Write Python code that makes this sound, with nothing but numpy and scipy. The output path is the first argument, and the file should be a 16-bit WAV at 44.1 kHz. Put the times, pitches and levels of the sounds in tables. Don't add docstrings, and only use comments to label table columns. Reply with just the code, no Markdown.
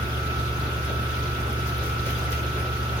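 import sys
import numpy as np
from scipy import signal
from scipy.fft import rfft, irfft
from scipy.io import wavfile

SR = 44100
rng = np.random.default_rng(int(sys.argv[2]) if len(sys.argv) > 2 else 0)


def unload_audio(sound):
    columns = np.transpose(np.atleast_2d(sound))
    steps = np.round(np.clip(columns, -1, 1) * 32767)
    wavfile.write(sys.argv[1], SR, steps.astype(np.int16))


N = 132300
T = np.arange(N) / SR
HZ = np.maximum(np.arange(N // 2 + 1) * SR / N, 1)

MAINS_HZ, FAN_HZ, SHAFT_HZ = 60.02, 72.3, 30.012
BEATER_HZ, BEATER_PEAK_S = 4.2, .185


def from_db(db):
    return 10 ** (np.asarray(db) / 20)


def rms_one(x):
    return x / np.sqrt(np.mean(x ** 2) + 1e-20)


def curve(points):
    hz, value = np.transpose(points)
    return np.interp(np.log(HZ), np.log(hz), value)


def colour(x, spectrum):
    return irfft(rfft(x) * from_db(curve(spectrum)) * np.sqrt(SR / 2), N)


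def drift(rate_hz):
    return rms_one(irfft(rfft(rng.standard_normal(N)) * (HZ > 1) / (1 + (HZ / rate_hz) ** 2) ** 2, N))


def pan(db):
    return from_db(np.array([[.5], [-.5]]) * db)


def tones(rows, waver_db, waver_rad, waver_hz, scatter=1):
    out = np.zeros((2, N))
    for hz, db, pan_db, lead in rows:
        phase = 2 * np.pi * (hz * T + scatter * rng.random()) + waver_rad * drift(waver_hz)
        amplitude = np.sqrt(2) * from_db(db + waver_db * drift(waver_hz))
        out += amplitude * pan(pan_db) * np.sin(phase + np.array([[.5], [-.5]]) * lead)
    return out


def harmonics(rows, base_hz):
    return [(round(k) * base_hz, *rest) for k, *rest in rows]


def mains_hum():
    # order, level/dB, left minus right/dB, left phase lead/rad
    partials = [(2, -32.5, -0.5, -0.037), (4, -56.5, -6, 0.067), (6, -47.5, -2, 0.0064), (8, -56, 5, -.4)]
    return tones(harmonics(partials, MAINS_HZ), waver_db=.8, waver_rad=0.094, waver_hz=4.5)


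def fan_drone():
    # order, level/dB, left minus right/dB, left phase lead/rad
    partials = [(1, -32, -1, -0.11), (2, -45.5, -1, -0.13), (3, -52, 10, 0.38), (4, -51, 3, -0.075),
                (6, -51, -2, -0.49), (7, -55, -7.5, -.3)]
    return tones(harmonics(partials, FAN_HZ), waver_db=.5, waver_rad=0.25, waver_hz=1.6)


def cabinet_tones():
    # f/Hz, level/dB, left minus right/dB, left phase lead/rad
    partials = [(41.4, -58, 0, .1), (63.65, -44.5, -0.5, -0.11), (87, -48, -5.5, 0.068),
                (96.5, -45.5, 8, -0.1), (149.3, -49.5, 5, -.2)]
    return tones(partials, waver_db=0.7, waver_rad=0.39, waver_hz=3.8)


def motor_whine():
    # shaft order, level/dB, left minus right/dB, left phase lead/rad
    partials = [(39, -63, -11, -3.5), (40, -50.5, 13.5, 3), (43, -49, -8, -2.5), (44, -36.5, -5, -1.65),
                (45, -48, -1, -2.3), (46, -52, 11, 2.4), (48, -44.5, 6.5, 0), (49, -53.5, 1, 0.2),
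                (50, -59, 11, -3), (52, -53, -13, -2.2), (53, -59.5, 15, -1.5)]
    locked = [row for row in partials if round(row[0]) % 4 == 0]
    loose = [row for row in partials if row not in locked]
    return (tones(harmonics(locked, SHAFT_HZ), waver_db=0.97, waver_rad=0.076, waver_hz=4, scatter=0)
            + tones(harmonics(loose, SHAFT_HZ), waver_db=3.6, waver_rad=0.35, waver_hz=2.3))


def room_noise():
    # f/Hz, correlation (-1 to 1)
    coherence = [(60, 0.82), (110, 0.96), (200, 0.96), (380, 0.83), (700, 0.38), (1290, -0.21),
                 (2400, -0.1), (15000, -0.024)]
    alike = np.clip(curve(coherence), -.999, .999)
    mid, side = rfft(rng.standard_normal((2, N)))
    return irfft(np.sqrt((1 + alike) / 2) * mid + np.sqrt((1 - alike) / 2) * side * [[1], [-1]], N)


def rushing_air():
    # f/Hz, spectrum level/dB
    spectrum = [(22, -81), (35, -74), (50, -59), (68, -66), (105, -60.5), (180, -63), (215, -64.5),
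                (275, -66), (335, -64), (378, -60), (425, -65.5), (500, -67.5), (700, -68), (1080, -73),
                (1330, -69), (1800, -73.5), (2650, -76), (4200, -82), (6500, -85.5), (9500, -91),
                (13000, -87.5), (16000, -91.5)]
    return colour(room_noise(), spectrum) * pan(db=0.6)


def beater(order):
    return np.cos(2 * np.pi * order * BEATER_HZ * (T - BEATER_PEAK_S))


def churn(x, wander_db=1.27, wander_hz=7.2, blade_db=1.0):
    out, together, spectrum = 0, drift(wander_hz), rfft(x)
    for octave in range(4, 15):
        band = irfft(spectrum * np.clip(1 - np.abs(np.log2(HZ) - octave), 0, 1), N)
        depth_db = wander_db if 2 ** octave < 2000 else wander_db / 2
        heave_db = blade_db * beater(order=2) if 200 < 2 ** octave < 700 else 0
        out = out + band * from_db(heave_db + depth_db * (.5 * together + drift(wander_hz)))
    return out


def panel_buzz(flutter_db=4, flutter_hz=48, beater_db=0.54):
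    # f/Hz, spectrum level/dB
    spectrum = [(700, -79), (1800, -79), (2650, -75.5), (3500, -76), (4200, -82.5), (4900, -86),
                (6500, -86.5), (10000, -89.5), (15000, -102)]
    # t/s, relative level/dB
    swell = [(0, -1), (.45, -1.5), (1.8, -0.5), (2.3, 1), (2.6, -1.5), (3, -1.5)]
    shaking = np.zeros((2, N))
    for turn_hz in (29.3, 57.8, 24.1):
        turn = rng.standard_normal((2, int(SR / turn_hz)))
        shaking += turn[:, np.arange(N) % turn.shape[1]]
    comb, buzz = rfft(shaking), 0
    for third_octave in range(24, 43):
        band = irfft(comb * np.clip(1 - np.abs(3 * np.log2(HZ) - third_octave), 0, 1), N)
        buzz = buzz + band * from_db(flutter_db * drift(flutter_hz))
    level_db = np.interp(T, *np.transpose(swell)) + beater_db * beater(order=1)
    return colour(rms_one(buzz), spectrum) * from_db(level_db)


def panel_singing(roughness=0.7, waver_hz=21):
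    # f/Hz, level/dB
    modes = [(2401, -58), (2641, -55), (2761, -53.5), (3121, -76), (3359, -59), (3452, -60), (3621, -58),
             (4820, -62)]
    out = np.zeros((2, N))
    for hz, db in modes:
        for side in out:
            steady = np.exp(2j * np.pi * rng.random())
            phasor = steady + roughness * (drift(waver_hz) + 1j * drift(waver_hz))
            side += from_db(db) * rms_one(np.real(phasor * np.exp(2j * np.pi * hz * T)))
    return out


def sheet_rattle(taps_per_s=460, level_db=-48.5, t60_s=0.053):
    modes_hz = np.geomspace(2270, 5220, 40)
    radius, out = from_db(-60 / (t60_s * SR)), 0
    for hz in modes_hz:
        taps = (rng.random(N) < taps_per_s / len(modes_hz) / SR) * rng.standard_normal((2, N))
        angle = 2 * np.pi * hz / SR
        poles = [1, -2 * radius * np.cos(angle), radius * radius]
        out = out + signal.lfilter([0, np.sin(angle)], poles, taps + 1e-18) / hz
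    return from_db(level_db) * rms_one(out)


def knocks_and_cracks(attack_s=0.0029, spread_octaves=0.63):
    # t/s, level/dB, centre f/Hz, decay time/s
    transients = [(0.169, -37, 348, 0.024), (.885, -37.5, 523, 0.066), (1.245, -42, 600, 0.023),
                  (1.255, -34.5, 2640, .02), (1.45, -37, 450, 0.037), (1.835, -40, 427, 0.076),
                  (2.06, -35, 406, .06), (2.06, -36, 2400, 0.08), (2.319, -30, 5550, .004),
                  (2.325, -31, 2470, 0.013), (2.39, -34.5, 380, 0.032), (2.645, -35, 546, 0.031)]
    out = 0
    for onset, db, hz, decay in transients:
        band = np.exp(-.5 * (np.log2(HZ / hz) / spread_octaves) ** 2)
        body = rms_one(irfft(rfft(room_noise()) * band, N))
        age = np.maximum(T - onset, 0)
        out = out + from_db(db) * np.minimum(age / attack_s, 1) * np.exp(-age / decay) * body
    return out


def snaps(decay_s=0.00076, bandwidth_hz=3600, puff_db=-15):
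    # t/s, level/dB, resonance f/Hz
    pockets = [(1.53, -32, 10200), (1.6705, -34, 13000), (1.679, -28, 14500), (1.782, -28, 12500),
               (1.839, -29, 13100), (1.8665, -28, 12800), (2.064, -31, 11300), (2.1068, -22, 13800),
               (2.186, -33, 14100), (2.289, -38, 12500), (2.308, -30, 12500), (2.3204, -29, 11600),
               (2.325, -32, 12300), (2.331, -29, 14000)]
    out = np.zeros((2, N))
    radius = np.exp(-np.pi * bandwidth_hz / SR)
    age = T[:SR // 20]
    for onset, db, hz in pockets:
        puff = rng.standard_normal((2, len(age)))
        cavity = [1, 0, -1, 1, -2 * radius * np.cos(2 * np.pi * hz / SR), radius * radius]
        ring = rms_one(signal.sosfilt([cavity, cavity], puff))
        envelope = from_db(db) * np.exp(-age / decay_s)
        start = int(onset * SR)
        out[:, start:start + len(age)] += envelope * (ring + from_db(puff_db) * puff)
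    return out


def sputter(attack_s=0.0034, release_s=.025, bubbles_per_s=7100):
    # t/s, duration/s, level/dB
    spells = [(1.658, 0.032, -42), (1.837, 0.072, -45), (2.055, 0.06, -41.5), (2.173, .025, -43),
              (2.315, 0.019, -39.5)]
    # f/Hz, relative level/dB
    spectrum = [(800, -8), (2500, -6), (6000, 6), (9000, -1), (13000, -3), (16000, 1.5)]
    envelope = 0
    for onset, length, db in spells:
        rise = np.clip((T - onset) / attack_s, 0, 1)
        fall = np.exp(-np.maximum(T - onset - length, 0) / release_s)
        envelope = envelope + from_db(db) * rise * fall
    bursts = (rng.random(N) < bubbles_per_s / SR) * rng.standard_normal((2, N))
    return envelope * rms_one(colour(bursts, spectrum))


def workshop(x, tail_db=-7, t60_s=0.63):
    tail = rng.standard_normal((2, SR)) * from_db(-60 * T[:SR] / t60_s)
    tail /= np.sqrt(np.sum(tail ** 2, axis=1, keepdims=True))
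    return x + from_db(tail_db) * signal.fftconvolve(x, tail, axes=1)[:, :N]


def scene():
    drone = mains_hum() + fan_drone() + cabinet_tones() + motor_whine()
    air = churn(rushing_air())
    metal = panel_buzz() + panel_singing() + sheet_rattle()
    return drone + air + metal + knocks_and_cracks() + pan(db=2.5) * workshop(snaps() + sputter())


def record(dry):
    dip_hz, dip_width_hz, dip_db, cutoff_hz = 7860, 1010, -9.5, 15950
    dip = from_db(dip_db * np.exp(-((HZ - dip_hz) / dip_width_hz) ** 2))
    low_pass = 1 / np.sqrt(1 + (HZ / cutoff_hz) ** 500)
    return irfft(rfft(dry) * dip * low_pass, N)


dry = scene()
out = record(dry)
unload_audio(out)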